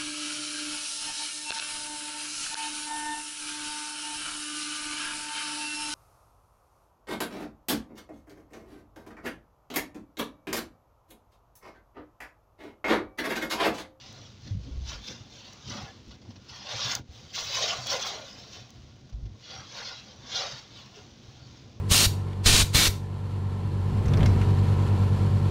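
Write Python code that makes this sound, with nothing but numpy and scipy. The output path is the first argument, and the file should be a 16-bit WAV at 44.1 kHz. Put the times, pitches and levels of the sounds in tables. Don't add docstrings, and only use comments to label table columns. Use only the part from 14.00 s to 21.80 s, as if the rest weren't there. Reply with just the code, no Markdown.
import sys
import numpy as np
from scipy import signal
from scipy.io import wavfile
from scipy.ndimage import uniform_filter1d

SR = 44100
rng = np.random.default_rng(int(sys.argv[2]) if len(sys.argv) > 2 else 0)


def ratio_of_db(decibels):
    return 10 ** (np.asarray(decibels, float) / 20)


def generate_wav(sig):
    pcm = np.round(np.clip(np.atleast_2d(sig).T, -1, 1) * 32767).astype(np.int16)
    wavfile.write(sys.argv[1], SR, pcm)


N = 343980
SWELL_STEP = 64


def evened(x):
    return x / np.sqrt(np.mean(x ** 2) + 1e-20)


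def read(points, hz):
    f, value = np.transpose(points)
    return np.interp(np.log(hz + 1), np.log(f + 1), value, left=-100, right=-100)


def curves(rows):
    s, *columns = np.transpose(rows)
    return [np.interp(np.arange(N) / SR, s, c) for c in columns]


def impulse(points, size=4096):
    hz = abs(np.fft.fftfreq(size, 1 / SR))
    log_gain = np.log(ratio_of_db(read(points, hz)))
    phase = -signal.hilbert(log_gain).imag
    return np.fft.ifft(np.exp(log_gain + 1j * phase)).real[:size // 2]


def smooth_noise(shape, bins, frames):
    pattern = rng.standard_normal(shape[::-1]).T
    pattern = uniform_filter1d(pattern, size=bins, axis=0)
    return evened(uniform_filter1d(pattern, size=frames, axis=1))


def droplets(per_s, spread_db, smooth):
    size = ratio_of_db(spread_db * np.minimum(rng.exponential(1, N), 4))
    hits = size * (rng.random(N) < per_s / SR) * rng.choice([-1., 1.], N)
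    return evened(hits) + smooth * rng.standard_normal(N)


def patchy(x, patch_db, flicker_db):
    z = signal.stft(x, nperseg=256, noverlap=192)[2]
    spots = smooth_noise(z.shape, bins=4, frames=16)
    flicker = evened(uniform_filter1d(rng.standard_normal(z.shape[1]), size=8))
    z = z * ratio_of_db(patch_db * spots + flicker_db * flicker)
    return evened(signal.istft(z, nperseg=256, noverlap=192)[1][:N])


def ringing(x, rings_per_s, lift, t60, bins, bands_db):
    hop = 256
    hz, _, z = signal.stft(x, SR, nperseg=1024, noverlap=1024 - hop)
    chance, size = rng.random((z.shape[1], len(hz), 2)).T
    struck = chance < rings_per_s * hop / SR / len(hz)
    slaps = struck * np.minimum(-np.log(size + 1e-9), 2.2)
    slaps = uniform_filter1d(slaps, size=3, axis=1) * 3
    fade = ratio_of_db(-60 * hop / SR / t60)
    rings = signal.lfilter([1], [1, -fade], slaps, axis=1)
    rings = uniform_filter1d(rings, size=bins, axis=0) * bins
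    bands = smooth_noise(z.shape, bins, frames=18)
    z = z * (1 + lift * rings) * ratio_of_db(bands_db * bands)
    return evened(signal.istft(z, nperseg=1024, noverlap=1024 - hop)[1][:N])


def swell(s, db, rise_s, fall_s):
    round_s = 0.0032
    t = np.arange(0, N + SWELL_STEP, SWELL_STEP) / SR - s
    away = np.sqrt(t ** 2 + round_s ** 2) - round_s
    span_s = np.where(t < 0, max(rise_s, .02), max(fall_s, .02))
    return ratio_of_db(db - 20 * away / span_s) ** 2


def total(base_db, swells):
    coarse = np.arange(0, N + SWELL_STEP, SWELL_STEP)
    power = np.interp(np.arange(N), coarse, sum(swells))
    return np.sqrt(ratio_of_db(base_db) ** 2 + power)


# time_s, boom_db, rumble_db
ROAD_LEVELS = [(0, -54.5, -58.5), (.43, -52, -58.5), (1.0, -53.5, -53.5), (1.3, -57.5, -58),
               (2.1, -54, -56), (2.6, -57.5, -58), (3.1, -64, -60.5), (3.9, -58, -58), (4.65, -54.5, -58),
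               (5.1, -53, -58.5), (5.9, -59.5, -58.5), (6.6, -57, -59), (7.3, -52, -57), (7.8, -52.5, -56)]
# peak_s, boom_db, rumble_db, fall_s (over 20 dB)
ROUGH_SPOTS = [(.45, -49, -64, .12), (0.559, -32.5, -57, 0.059), (.67, -42, -58, 0.053),
               (0.781, -43, -66, 0.35), (1.1, -64, -46.5, 0.08), (1.21, -47.5, -71, 0.052),
               (1.7, -44.5, -48.5, 0.25), (1.842, -37.5, -63, 0.023), (2.3, -51, -68, 0.2),
               (2.52, -48.5, -68, 0.067), (2.76, -44, -63, 0.04), (2.87, -48, -55.5, 0.31),
               (3.001, -43, -49, 0.03), (3.17, -47, -66, 0.2), (3.25, -48, -64, 0.084),
               (3.45, -47, -78, 0.44), (3.82, -56, -70, 0.36), (4.78, -48, -67, 0.26),
               (5.26, -49, -57, 0.13), (5.6, -51, -62, 0.26), (5.93, -55, -76, 0.54),
               (6.34, -49, -56, 0.16), (6.54, -46, -69, 0.06), (7.28, -50, -63, 0.067),
               (7.43, -51.5, -70, 0.24)]
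# pitch_hz, relative level_db (per Hz)
BOOM_SPECTRUM = [(13, -65), (22, -16), (48, -2.5), (70, 4), (119, 9), (136, 7), (170, -8), (220, -14.5),
                 (370, -120)]
# pitch_hz, relative level_db (per Hz)
RUMBLE_SPECTRUM = [(94, -59), (160, -5.5), (194, 1.5), (352, -6), (409, -11), (463, -10.5), (900, -23.5),
                   (1170, -48), (1980, -120)]


def road():
    rise_share = 0.4
    boom_db, rumble_db = curves(ROAD_LEVELS)
    boom, rumble = (evened(signal.oaconvolve(rng.standard_normal(N), impulse(s, size=32768))[:N])
                    for s in (BOOM_SPECTRUM, RUMBLE_SPECTRUM))
    slow = uniform_filter1d(rng.standard_normal(N), size=2600)
    lumps = ratio_of_db(1.5 * evened(uniform_filter1d(slow, size=2600)))
    boom_gain = total(boom_db, [swell(s, db, rise_share * f, f) for s, db, _, f in ROUGH_SPOTS])
    rumble_gain = total(rumble_db, [swell(s, db, rise_share * f, f) for s, _, db, f in ROUGH_SPOTS])
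    return lumps * (boom_gain * boom + rumble_gain * rumble)


# start_s, length_s, from_hz, to_hz, level_db
CREAK = (.642, .064, 240, 290, -41)


def groan():
    s, length, from_hz, to_hz, db = CREAK
    u = np.clip((np.arange(N) / SR - s) / length, 0, 1)
    cycles = np.cumsum(from_hz + (to_hz - from_hz) * u) / SR
    return ratio_of_db(db) * np.sin(np.pi * u ** 2) * np.sin(2 * np.pi * cycles)


# start_s, level_db (before the soft onset), pitch_hz, t60_s
JOLTS = [(0.508, -21, 101.3, 0.28), (0.549, -29, 58.4, 0.39), (0.561, -28, 105, 0.097),
         (0.545, -30.5, 187, 0.14), (0.71, -29.5, 60.3, 0.41), (0.771, -20.5, 63, 0.13),
         (0.818, -24.5, 64, 0.19), (0.879, -31, 64, 0.16), (0.949, -35, 52, 0.31), (1.689, -41, 125, 0.28),
         (2.073, -41, 57.7, 0.25), (1.697, -34, 240, 0.1), (1.75, -31, 230, .1), (1.778, -31.5, 213, 0.11),
         (1.835, -39.5, 170, 0.09), (2.288, -35.5, 230, 0.1), (2.735, -38.5, 125, 0.13),
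         (2.846, -38.5, 123.4, 0.56), (3.09, -33, 73.6, 0.12), (3.782, -34, 123, 0.25),
         (5.122, -34, 100, 0.17), (5.135, -26, 52.3, 0.28), (5.226, -25.5, 53, 0.22),
         (5.241, -28, 104, 0.14), (5.311, -33, 95, 0.13), (6.969, -42, 416, 0.14)]


def thuds():
    out, t = np.zeros(N + SR), np.arange(SR // 2) / SR
    for s, db, hz, t60 in JOLTS:
        envelope = ratio_of_db(db - 60 * t / t60) * (1 - np.exp(-t / 0.004))
        out[round(s * SR):][:len(t)] += envelope * np.sin(2 * np.pi * hz * t)
    return out[:N]


# time_s, hiss_db
SPRAY_LEVELS = [(0, -53), (.06, -51), (.24, -52.5), (.37, -61), (.54, -71), (.63, -57.5), (.8, -59),
                (1.26, -59.5), (1.97, -75), (2.17, -65), (2.32, -63), (2.45, -72), (3.04, -70.5),
                (3.15, -54), (3.3, -58), (4.26, -49.5), (4.39, -51), (4.67, -58.5), (5.13, -65),
                (5.19, -66), (5.41, -65), (6.17, -59.5), (6.67, -64), (7.1, -60), (7.52, -55.5), (7.8, -63)]
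# peak_s, hiss_db, rise_s, fall_s (each over 20 dB, of the hiss),
# panel_db (drumming above the hiss), well_db (wheel-well wash above the hiss)
WATER_SHEETS = [(0.476, -50, 0.12, 0.12, -14, -14), (.895, -40.5, 0.062, 0.14, -5.5, -25),
                (.94, -43, 0.11, 0.075, -18, -17), (1.085, -42, 0.11, 0.17, -10, -20),
                (1.34, -50, 0.093, 0.39, -16, -13), (1.46, -52, 0.2, 0.52, -5.5, -9),
                (1.697, -41, 0.073, 0.3, -5.5, -15), (1.768, -44.5, 0.14, 0.14, -3.5, -9),
                (1.86, -56, 0.14, 0.073, 0, 2.5), (2.14, -56, 0.22, 0.055, -9, -17),
                (2.492, -50.5, 0.021, 0.19, -3.5, -17), (2.558, -51, 0.066, 0.081, -25, -13),
                (2.71, -36, 0.083, 0.098, -6, -6.5), (2.851, -33, 0.3, 0.066, -6, -13),
                (2.912, -30, 0.14, 0.054, -7.5, -16), (2.955, -38, .1, 0.041, -7.5, -8),
                (3.358, -31, 0.023, 0.22, -10.5, -18), (3.4, -37.5, 0.072, 0.092, -9, -11),
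                (3.55, -31, 0.14, 0.36, -10, -38), (3.63, -30, 0.25, 0.19, -17.5, -8),
                (3.709, -34, 0.15, 0.14, -5, -6), (3.919, -28, 0.1, 0.16, -7, -9),
                (4.018, -35, 0.02, 0.2, -3.5, -11.5), (4.068, -35.5, 0.059, 0.078, -15, -7.5),
                (4.119, -42, 0.096, 0.15, -3, 0), (4.189, -55, 0.067, 0.26, -5, -11),
                (4.55, -45, 0.086, 0.13, -11.5, -9), (5.51, -42.5, 0.12, .2, -7, -10.5),
                (5.59, -52, 0.13, 0.19, -0.5, -9), (5.781, -41, 0.15, 0.15, -4, -10.5),
                (5.88, -39.5, 0.21, 0.18, -9, -15), (5.995, -44.5, 0.082, 0.048, -29, -31),
                (6.08, -52, 0.12, 0.16, -12, -5), (6.359, -31, 0.077, 0.17, -12.5, -14.5),
                (6.418, -37, 0.19, 0.12, -3, -3.5), (6.52, -41, 0.27, 0.16, -9, -27),
                (6.58, -50.5, 0.24, 0.087, -6, -19), (6.78, -51, 0.29, .3, -7.5, -9.5),
                (6.97, -53, 0.086, 0.21, -7, -3)]


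def flows():
    lag_s, linger = 0.024, 0.84
    base_db = curves(SPRAY_LEVELS)[0]
    heavy_base_db = base_db - 9
    hiss = total(base_db, [swell(*row[:4]) for row in WATER_SHEETS])
    panel = total(heavy_base_db, [swell(s + lag_s, db + p, r, linger * f) for s, db, r, f, p, _ in WATER_SHEETS])
    well = total(heavy_base_db, [swell(s + lag_s, db + w, r, linger * f) for s, db, r, f, _, w in WATER_SHEETS])
    return hiss, panel, well


# pitch_hz, relative level_db (per Hz)
PATTER_SPECTRUM = [(600, -23), (900, -5), (2000, -6.5), (3400, 0), (5900, -3), (6700, -8), (8200, -26.5),
                   (13500, -40.5), (15300, -22), (16200, -47)]
PATTER_MOST_DB = -59.5


def rain():
    level = np.minimum(flows()[0], ratio_of_db(PATTER_MOST_DB))
    drops = droplets(6000, 4.5, smooth=0.72)
    return level * evened(signal.oaconvolve(drops, impulse(PATTER_SPECTRUM))[:N])


# start_s, peak_db
BIG_DROPS = [(0.127, -43), (1.533, -42), (1.827, -47), (2.952, -14.5), (3.8707, -24.5), (4.705, -42),
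             (2.082, -52)]
# pitch_hz, relative level_db
TICK_SPECTRUM = [(500, -7), (2500, -30), (5500, 12), (6800, 4), (8500, -17), (11000, -11.5), (13500, -26),
                 (15500, -3), (16500, -25)]


def ticks():
    faint_db = -66 + 3.5 * np.minimum(rng.exponential(1, N), 3)
    train = ratio_of_db(faint_db) * (rng.random(N) < 18 / SR)
    for s, db in BIG_DROPS:
        train[round(s * SR)] = ratio_of_db(db)
    t = np.arange(200) / SR
    splatter = (t == 0) + 0.14 * np.exp(-t / 0.0011) * rng.standard_normal(len(t))
    tick = signal.convolve(impulse(TICK_SPECTRUM, size=512), splatter)
    return -signal.oaconvolve(train, tick / abs(tick).max())[:N]


# middle_s, pitch_hz, level_db (before the fades),
# half_length_s (from silence to the middle)
WATER_JETS = [(0.86, 4000, -53, 0.037), (.9, 3710, -53, 0.057), (1.077, 3560, -47, 0.085),
              (1.11, 500, -50, 0.049), (1.75, 580, -48, 0.043), (1.83, 823, -54, 0.077),
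              (1.885, 1710, -56.5, 0.045), (1.889, 780, -54, 0.045), (2.5, 5170, -53.5, 0.027),
              (2.565, 3250, -49.5, .04), (2.715, 3450, -43, 0.031), (3.63, 565, -43, 0.052),
              (3.953, 542, -39, .07), (4.201, 627, -49, 0.08), (5.513, 3400, -57.5, 0.055),
              (5.559, 775, -52, .08), (5.775, 4600, -51.5, 0.043), (5.874, 3460, -60, .05),
              (6.361, 3630, -43, 0.078)]


def jets():
    width = 0.015
    out = np.zeros(N + SR)
    for s, hz, db, half in WATER_JETS:
        t = np.arange(-half, half, 1 / SR)
        r = np.exp(-np.pi * width * hz / SR)
        a, b = rng.standard_normal((2, SR // 4))
        waver = signal.lfilter([1], [1, -r], a + 1j * b)[-len(t):]
        band = evened((waver * np.exp(2j * np.pi * hz * t)).real)
        out[round((s - half) * SR):][:len(t)] += ratio_of_db(db) * band * np.cos(np.pi * t / half / 2) ** 2
    return out[:N]


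# start_s, level_db (before the onset)
GLASS_SPLATS = [(2.108, -45), (2.214, -49.5), (2.249, -51), (2.279, -57), (2.303, -48), (2.357, -47),
                (2.413, -55), (2.494, -48), (2.529, -47), (2.557, -47), (3.329, -54), (5.09, -50.5),
                (5.125, -50.5), (5.253, -52)]


def splats():
    gain, t = np.zeros(N + SR), np.arange(SR // 5) / SR
    for s, db in GLASS_SPLATS:
        gain[round(s * SR):][:len(t)] += ratio_of_db(db - 60 * t / 0.063) * (1 - np.exp(-t / 0.0035))
    return gain[:N]


# pitch_hz, relative level_db (per Hz)
WELL_SPECTRUM = [(330, -23.5), (440, -6), (540, -2), (640, -4.5), (760, -2), (900, -14)]


def wheel_well():
    drops = droplets(1200, 0.73, smooth=1.0)
    return evened(signal.oaconvolve(drops, impulse(WELL_SPECTRUM))[:N])


# pitch_hz, width_hz, relative level_db
PANEL_MODES = [(1140, 260, -6), (1424, 31, -4), (2054, 43, -8.5)]


def panel_drumming():
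    blows, drum, t = droplets(1200, 1.0, smooth=0.85), 0, np.arange(4096) / SR
    for hz, width, db in PANEL_MODES:
        ring = width * ratio_of_db(db) * np.exp(-np.pi * width * t) * np.sin(2 * np.pi * hz * t)
        drum = drum + signal.oaconvolve(blows, ring)[:N]
    weak_modes = signal.sosfilt(signal.butter(2, [760, 1900], "band", fs=SR, output="sos"), blows)
    return patchy(evened(drum) + 1.06 * evened(weak_modes), 0.98, 0.74)


# pitch_hz, relative level_db (per Hz)
HISS_SPECTRUM = [(880, -27.5), (1500, -7.5), (1890, -9), (2050, -7.5), (3380, 3), (5870, 0), (6620, -7.5),
                 (8600, -37), (13500, -46), (15500, -29), (16000, -57), (16500, -62)]
# time_s, gain_db (above 7.5 kHz)
TREBLE_GAIN = [(0, 3), (2, 2.5), (2.4, -21), (2.85, 6), (3, 16), (3.3, 8.5), (4.5, 8.5), (5, -8),
               (5.7, -0.5), (6.4, -2), (7, 9.5), (7.8, -2)]


def fine_hiss():
    hiss = signal.oaconvolve(droplets(4000, 2.4, smooth=1.0), impulse(HISS_SPECTRUM))[:N]
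    hiss = ringing(patchy(hiss, 1.8, 1.1), 2500, .15, t60=.1, bins=3, bands_db=3.7)
    flicker_db = 2.2 * evened(uniform_filter1d(rng.standard_normal(N), size=1000))
    treble = signal.sosfiltfilt(signal.butter(4, 7500, "high", fs=SR, output="sos"), hiss)
    return hiss + (ratio_of_db(curves(TREBLE_GAIN)[0] + flicker_db) - 1) * treble


def water():
    flow, panel_gain, well_gain = flows()
    hiss = fine_hiss()
    low = panel_gain / flow * panel_drumming() + well_gain / flow * wheel_well()
    low_rms = np.sqrt(np.mean(low ** 2))
    low = low_rms * ringing(low, 3000, .2, t60=.08, bins=3, bands_db=2.9)
    spray = np.sqrt(np.maximum(flow ** 2 - ratio_of_db(PATTER_MOST_DB) ** 2, 0))
    splat = splats()
    return (spray + splat) * hiss + (flow + 1.1 * splat) * low


def scene():
    mix = road() + groan() + thuds() + rain() + ticks() + jets() + water()
    return mix[None]


def top_cut(x):
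    return signal.sosfilt(signal.butter(12, 17160, fs=SR, output="sos"), x)


def record(dry):
    return top_cut(dry)


dry = scene()
out = record(dry)
generate_wav(out)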